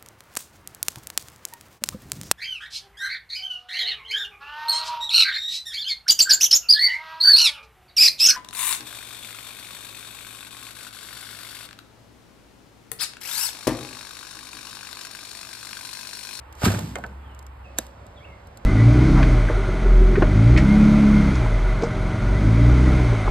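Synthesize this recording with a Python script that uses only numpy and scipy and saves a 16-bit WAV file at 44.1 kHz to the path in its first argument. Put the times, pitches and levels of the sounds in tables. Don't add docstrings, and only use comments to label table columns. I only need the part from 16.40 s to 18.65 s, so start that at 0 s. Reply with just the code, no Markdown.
import sys
import numpy as np
from scipy import signal
from scipy.fft import rfft, irfft
from scipy.io import wavfile
from scipy.ndimage import uniform_filter1d

SR = 44100
rng = np.random.default_rng(int(sys.argv[2]) if len(sys.argv) > 2 else 0)


def store_wav(level_fs):
    pcm = np.round(np.clip(np.atleast_2d(level_fs), -1, 1) * 32767)
    wavfile.write(sys.argv[1], SR, pcm.T.astype(np.int16))


N = 99225
T = np.arange(N) / SR
FREQ_HZ = np.maximum(np.arange(N // 2 + 1) * SR / N, 1)

# freq_hz, level_db
AIR_FAR_EQ = [(76, -52), (130, -6.5), (704, -5), (858, 0.5), (2700, -15.5), (6010, -34.5), (11800, -33.5),
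              (15000, -41)]
AIR_CLOSE_EQ = [(76, -18), (130, -2.5), (403, -11), (566, -5.5), (1110, -10), (15000, -47.5)]
RUMBLE_EQ = [(20, -24), (40, 13.5), (85, 16), (120, 13), (200, -42)]
ECHO_EQ = [(100, 3.5), (500, 3), (1500, -1.5), (14000, -11.5)]
# time_s, level_db
DRONE_ENVELOPE = [(0, -53.5), (.3, -44), (1.1, -41.5), (1.3, -45), (1.6, -49), (2.25, -55)]
# start_s, length_s, from_hz, to_hz, level_db
BIRD_NOTES = [(.82, 0.15, 3600, 2836, -59), (1.235, 0.046, 2900, 2520, -52), (1.76, 0.043, 3840, 3150, -49),
              (1.802, 0.0396, 2096, 2330, -49.5), (1.837, .028, 2355, 2895, -45),
              (1.855, 0.13, 2278, 2082, -52.5)]

# start_s, level_db, push_ms
TABLE_PUSHES = [(0.2383, -9, 3), (0.2635, -11, 1.8), (0.2677, -11, 2.1), (0.2728, -8, 2.32),
                (0.2837, -9, 2.14)]
# start_s, level_db
CRUST_CRACKLES = [(0.126, -41.5), (.152, -47.5), (.391, -28.5), (0.5564, -37), (0.585, -41), (0.664, -45),
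                  (.948, -50), (0.9916, -41), (1.027, -50), (1.066, -44.5), (1.466, -39.5), (1.666, -48),
                  (2.072, -47.5), (2.1728, -39.5)]
# start_s, level_db, pitch_hz, note_db, cutoff_hz
BAR_HITS = [(.2186, -27, 1400, -3, 2900), (0.2326, -24, 585, -1, 2000), (0.2553, -17.5, 1270, -2.5, 12000),
            (0.2792, -26, 1600, 3, 3500), (.3035, -29, 643, 3.5, 4400), (.321, -35, 1434, 4.5, 3500),
            (.338, -35.5, 590, 8, 1500), (0.3467, -29.5, 1657, -5, 6000), (.386, -31.5, 520, -1.5, 3000),
            (.5555, -25.5, 2115, -4.5, 7900), (.5625, -33, 579, 3, 2200), (.586, -40, 702, 9.5, 1500),
            (0.6387, -31, 1526, 7, 2740)]
# start_s, level_db
BLADE_HITS = [(1.3859, -15.5), (1.387, -15)]
# freq_hz, level_db, t60_s
TOP_MODES = [(101.5, -14, 0.59), (129.3, 2, 0.03), (177.6, -28, 0.73), (228, -7.5, 0.077),
             (329, -9.5, 0.027)]
STEEL_MODES = [(558, -5, 0.33), (873.3, -10, .65), (1110, -7, 0.21), (1272, -6, 0.14), (1470, -6, .25),
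               (1555, -3, 0.23), (2360, -20.5, 0.21)]
KNIFE_MODES = [(1687, -9.5, 0.019), (3820, -10.5, 0.027), (6480, -3.5, 0.015), (7510, 3, .008),
               (9180, -3, 0.0097), (11000, 1, 0.01), (13100, -3, .007)]
ROAST_MODES = [(234, -1.5, 0.059), (312, 5.5, 0.03), (516, 3.5, 0.032), (635, -5.5, 0.098)]
# freq_hz, level_db
BOARDS_EQ = [(45, -34), (120, 1.5), (250, -3.5), (330, -13), (1500, -72)]
CRUNCH_EQ = [(200, -11.5), (800, 5), (6000, -1), (10000, -5.5), (14500, -8.5), (15500, -66)]
CRACKLE_EQ = [(1000, -16), (7000, -6.5), (13500, -14), (16000, -37.5)]
CLANK_EQ = [(100, -24.5), (750, -0.5), (1000, -3), (2800, -5.5), (5000, -12), (8000, 0), (14000, -27)]

# freq_hz, level_db
SIDE_EQ = [(100, -28.5), (700, -0.5), (1600, -4.5), (3500, 0.5), (6500, -19)]
BALANCE_EQ = [(220, 0), (500, -4.5), (5700, -0.5)]
# freq_hz, phase_rad
LEFT_LEAD = [(0, 0), (900, -0.4), (2700, 1.52), (4700, 0.52), (6000, 3.5), (16000, 17.5)]

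def undb(db):
    return 10 ** (np.asarray(db) / 20)

def curve(points):
    hz, db = np.array(points, float).T
    return undb(np.interp(np.log(FREQ_HZ), np.log(hz), db))

def unit(x):
    return x / np.sqrt(np.mean(x ** 2))

def noise(gain, grit=1):
    mid, side = rfft(rng.standard_normal((2, N)) * grit)
    width = curve(SIDE_EQ)
    stereo = np.array([mid + width * side, mid - width * side])
    return unit(irfft(stereo * gain / np.hypot(1, width), N))

def at(x, start_s):
    k = int(np.clip(round(start_s * SR), 0, N - 1))
    return np.concatenate([np.zeros(x.shape[:-1] + (k,)), x[..., :N - k]], axis=-1)

def fade(t60_s):
    return np.exp(-np.minimum(np.log(1000) * T / t60_s, 50))

def ring(modes, shape=np.sin):
    return sum(undb(db) * fade(t60_s) * shape(2 * np.pi * hz * T) for hz, db, t60_s in modes)

def wander(rate_hz):
    k = int(SR / rate_hz)
    steps = np.repeat(rng.standard_normal(N // k + 1), k)
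    return unit(uniform_filter1d(uniform_filter1d(steps, k), k)[:N])

def backyard(close_s=1.235, far_db=-50, close_db=-48.5, rumble_db=-49):
    close = np.clip((T - close_s) / 0.011, 0, 1)
    low_cut = 1 / np.hypot(1, (110 / FREQ_HZ) ** 3)
    air = (1 - close) * undb(far_db) * noise(curve(AIR_FAR_EQ) * low_cut)
    air += close * undb(close_db) * noise(curve(AIR_CLOSE_EQ) * low_cut)
    rumble = undb(rumble_db) * noise(curve(RUMBLE_EQ))
    return rumble + engine(close) + air * undb(0.51 * wander(9.44))

def engine(whine_gate, drone_hz=66.47, whine_hz=577, whine_db=-61):
    rad_per_hz = 2 * np.pi * np.cumsum(1 + 0.023 * wander(8.01)) / SR
    drone_db = np.interp(T, *np.array(DRONE_ENVELOPE).T) + 2 * wander(11.84)
    drone = unit(np.sin(drone_hz * rad_per_hz)) * undb(drone_db)
    whine = unit(np.sin(whine_hz * rad_per_hz)) * undb(whine_db + 2 * wander(10.25))
    return drone + whine_gate * whine

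def bird():
    out = 0
    for start_s, length_s, from_hz, to_hz, db in BIRD_NOTES:
        progress = np.minimum(T / length_s, 1)
        glide_hz = to_hz + (from_hz - to_hz) * (1 - progress) ** 2
        pitch_hz = glide_hz * (1 + .014 * wander(400))
        whistle = np.sin(np.pi * progress) * np.sin(2 * np.pi * np.cumsum(pitch_hz) / SR)
        flutter = undb(3 * wander(150))
        out += undb(db) * at(flutter * whistle, start_s)
    return out

def echoes(x, db, t60_s=0.44):
    tail = at(noise(curve(ECHO_EQ)) * fade(t60_s), start_s=0.013)
    tail /= np.sqrt(np.sum(tail ** 2) / 2)
    return undb(db) * signal.fftconvolve(x * np.ones((2, 1)), tail, axes=1)[:, :N]

def table(boards_db=-22.5):
    top, out = ring(TOP_MODES, np.cos), 0
    for start_s, db, push_ms in TABLE_PUSHES:
        push = np.sin(np.pi * np.minimum(T[:SR // 50] * 1000 / push_ms, 1))
        thud = signal.fftconvolve(top, push / push.sum())[:N]
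        boards = undb(boards_db) * noise(curve(BOARDS_EQ)) * fade(t60_s=1.13)
        out += undb(db) * at(thud + boards, start_s)
    return out

def swell(peak_s, rise_s, fall_s):
    return np.exp(-np.maximum((peak_s - T) / rise_s, (T - peak_s) / fall_s))

def crunch(peak_s=0.252, grains_per_s=1500):
    onsets = rng.random(N) < grains_per_s / SR
    grain_db = 1.5 * np.minimum(rng.exponential(size=N), 2)
    landing = undb(-23.5) * swell(peak_s, rise_s=0.0067, fall_s=0.01)
    settling = undb(-29) * swell(peak_s, rise_s=0.026, fall_s=0.11)
    out = (landing + settling) * noise(curve(CRUNCH_EQ), grit=onsets * undb(grain_db) + 0.31)
    for start_s, db in CRUST_CRACKLES:
        out += undb(db) * at(noise(curve(CRACKLE_EQ)) * fade(t60_s=0.018), start_s)
    return out

def frame(steel_db=-15.5, t60_1khz_s=0.1, note_t60_s=0.052):
    out, n = 0, SR // 2
    octaves_hz = 125 * 2. ** np.arange(8)
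    log_hz = np.log(np.arange(n // 2 + 1) * SR / n + 1)
    bands = np.array([np.interp(log_hz, np.log(octaves_hz), row) for row in np.eye(8)])
    decays = np.array([fade(t60_1khz_s * (hz / 1000) ** -0.98)[:n] for hz in octaves_hz])
    steel = np.array([ring([mode]) for mode in STEEL_MODES])
    for start_s, db, pitch_hz, note_db, cutoff_hz in BAR_HITS:
        burst = noise(curve(CLANK_EQ) / np.hypot(1, (FREQ_HZ / cutoff_hz) ** 2))[:, :n]
        burst_bands = irfft(rfft(burst)[:, None] * bands, n)
        clank = np.pad((burst_bands * decays).sum(axis=1), ((0, 0), (0, N - n)))
        mode_gains = rng.choice([-1, 1], len(steel)) + 0.18 * rng.standard_normal((2, len(steel)))
        notes = [(pitch_hz * (1 + 0.126 * k), note_db - 9 * abs(k), note_t60_s) for k in (-1, 0, 1)]
        ringing = ring(notes) + undb(steel_db) * mode_gains @ steel
        attack = np.minimum(T * cutoff_hz / 2, 1)
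        out += undb(db) * at(attack * (clank + ringing), start_s)
    return out

def knife(chop_s=1.3897, drag_rise_s=0.0065):
    blade, clicks = ring(KNIFE_MODES), 0
    for start_s, db in BLADE_HITS:
        bite = undb(-3.5) * noise(curve(CRACKLE_EQ)) * fade(t60_s=0.0081)
        clicks += undb(db) * at(blade + bite, start_s)
    scrape = undb(-44) * noise(curve(CRUNCH_EQ)) * fade(t60_s=0.32)
    lead_s = BLADE_HITS[0][0] - T
    drag = undb(-37) * noise(curve(CRUNCH_EQ)) * (lead_s > 0) * np.exp(-np.abs(lead_s) / drag_rise_s)
    knock = undb(-28.5) * ring(ROAST_MODES, np.cos)
    return drag + clicks + at(scrape + knock, chop_s)

def scene():
    landing, song = table() + frame() + crunch(), bird()
    return landing + echoes(landing, db=-22) + knife() + song + echoes(song, db=-6) + backyard()

def record(dry, low_cut_hz=40, high_cut_hz=14700, top_hz=16400):
    lead_rad = np.interp(FREQ_HZ, *np.array(LEFT_LEAD).T)
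    left = np.sqrt(curve(BALANCE_EQ)) * np.exp(.5j * lead_rad)
    band = 1 / np.hypot(1, (low_cut_hz / FREQ_HZ) ** 4) / np.hypot(1, (FREQ_HZ / high_cut_hz) ** 20)
    heard = irfft(rfft(dry) * np.array([left, 1 / left]) * band, N)
    return signal.sosfilt(signal.ellip(8, .2, 70, top_hz, fs=SR, output="sos"), heard)


dry = scene()
out = record(dry)
store_wav(out)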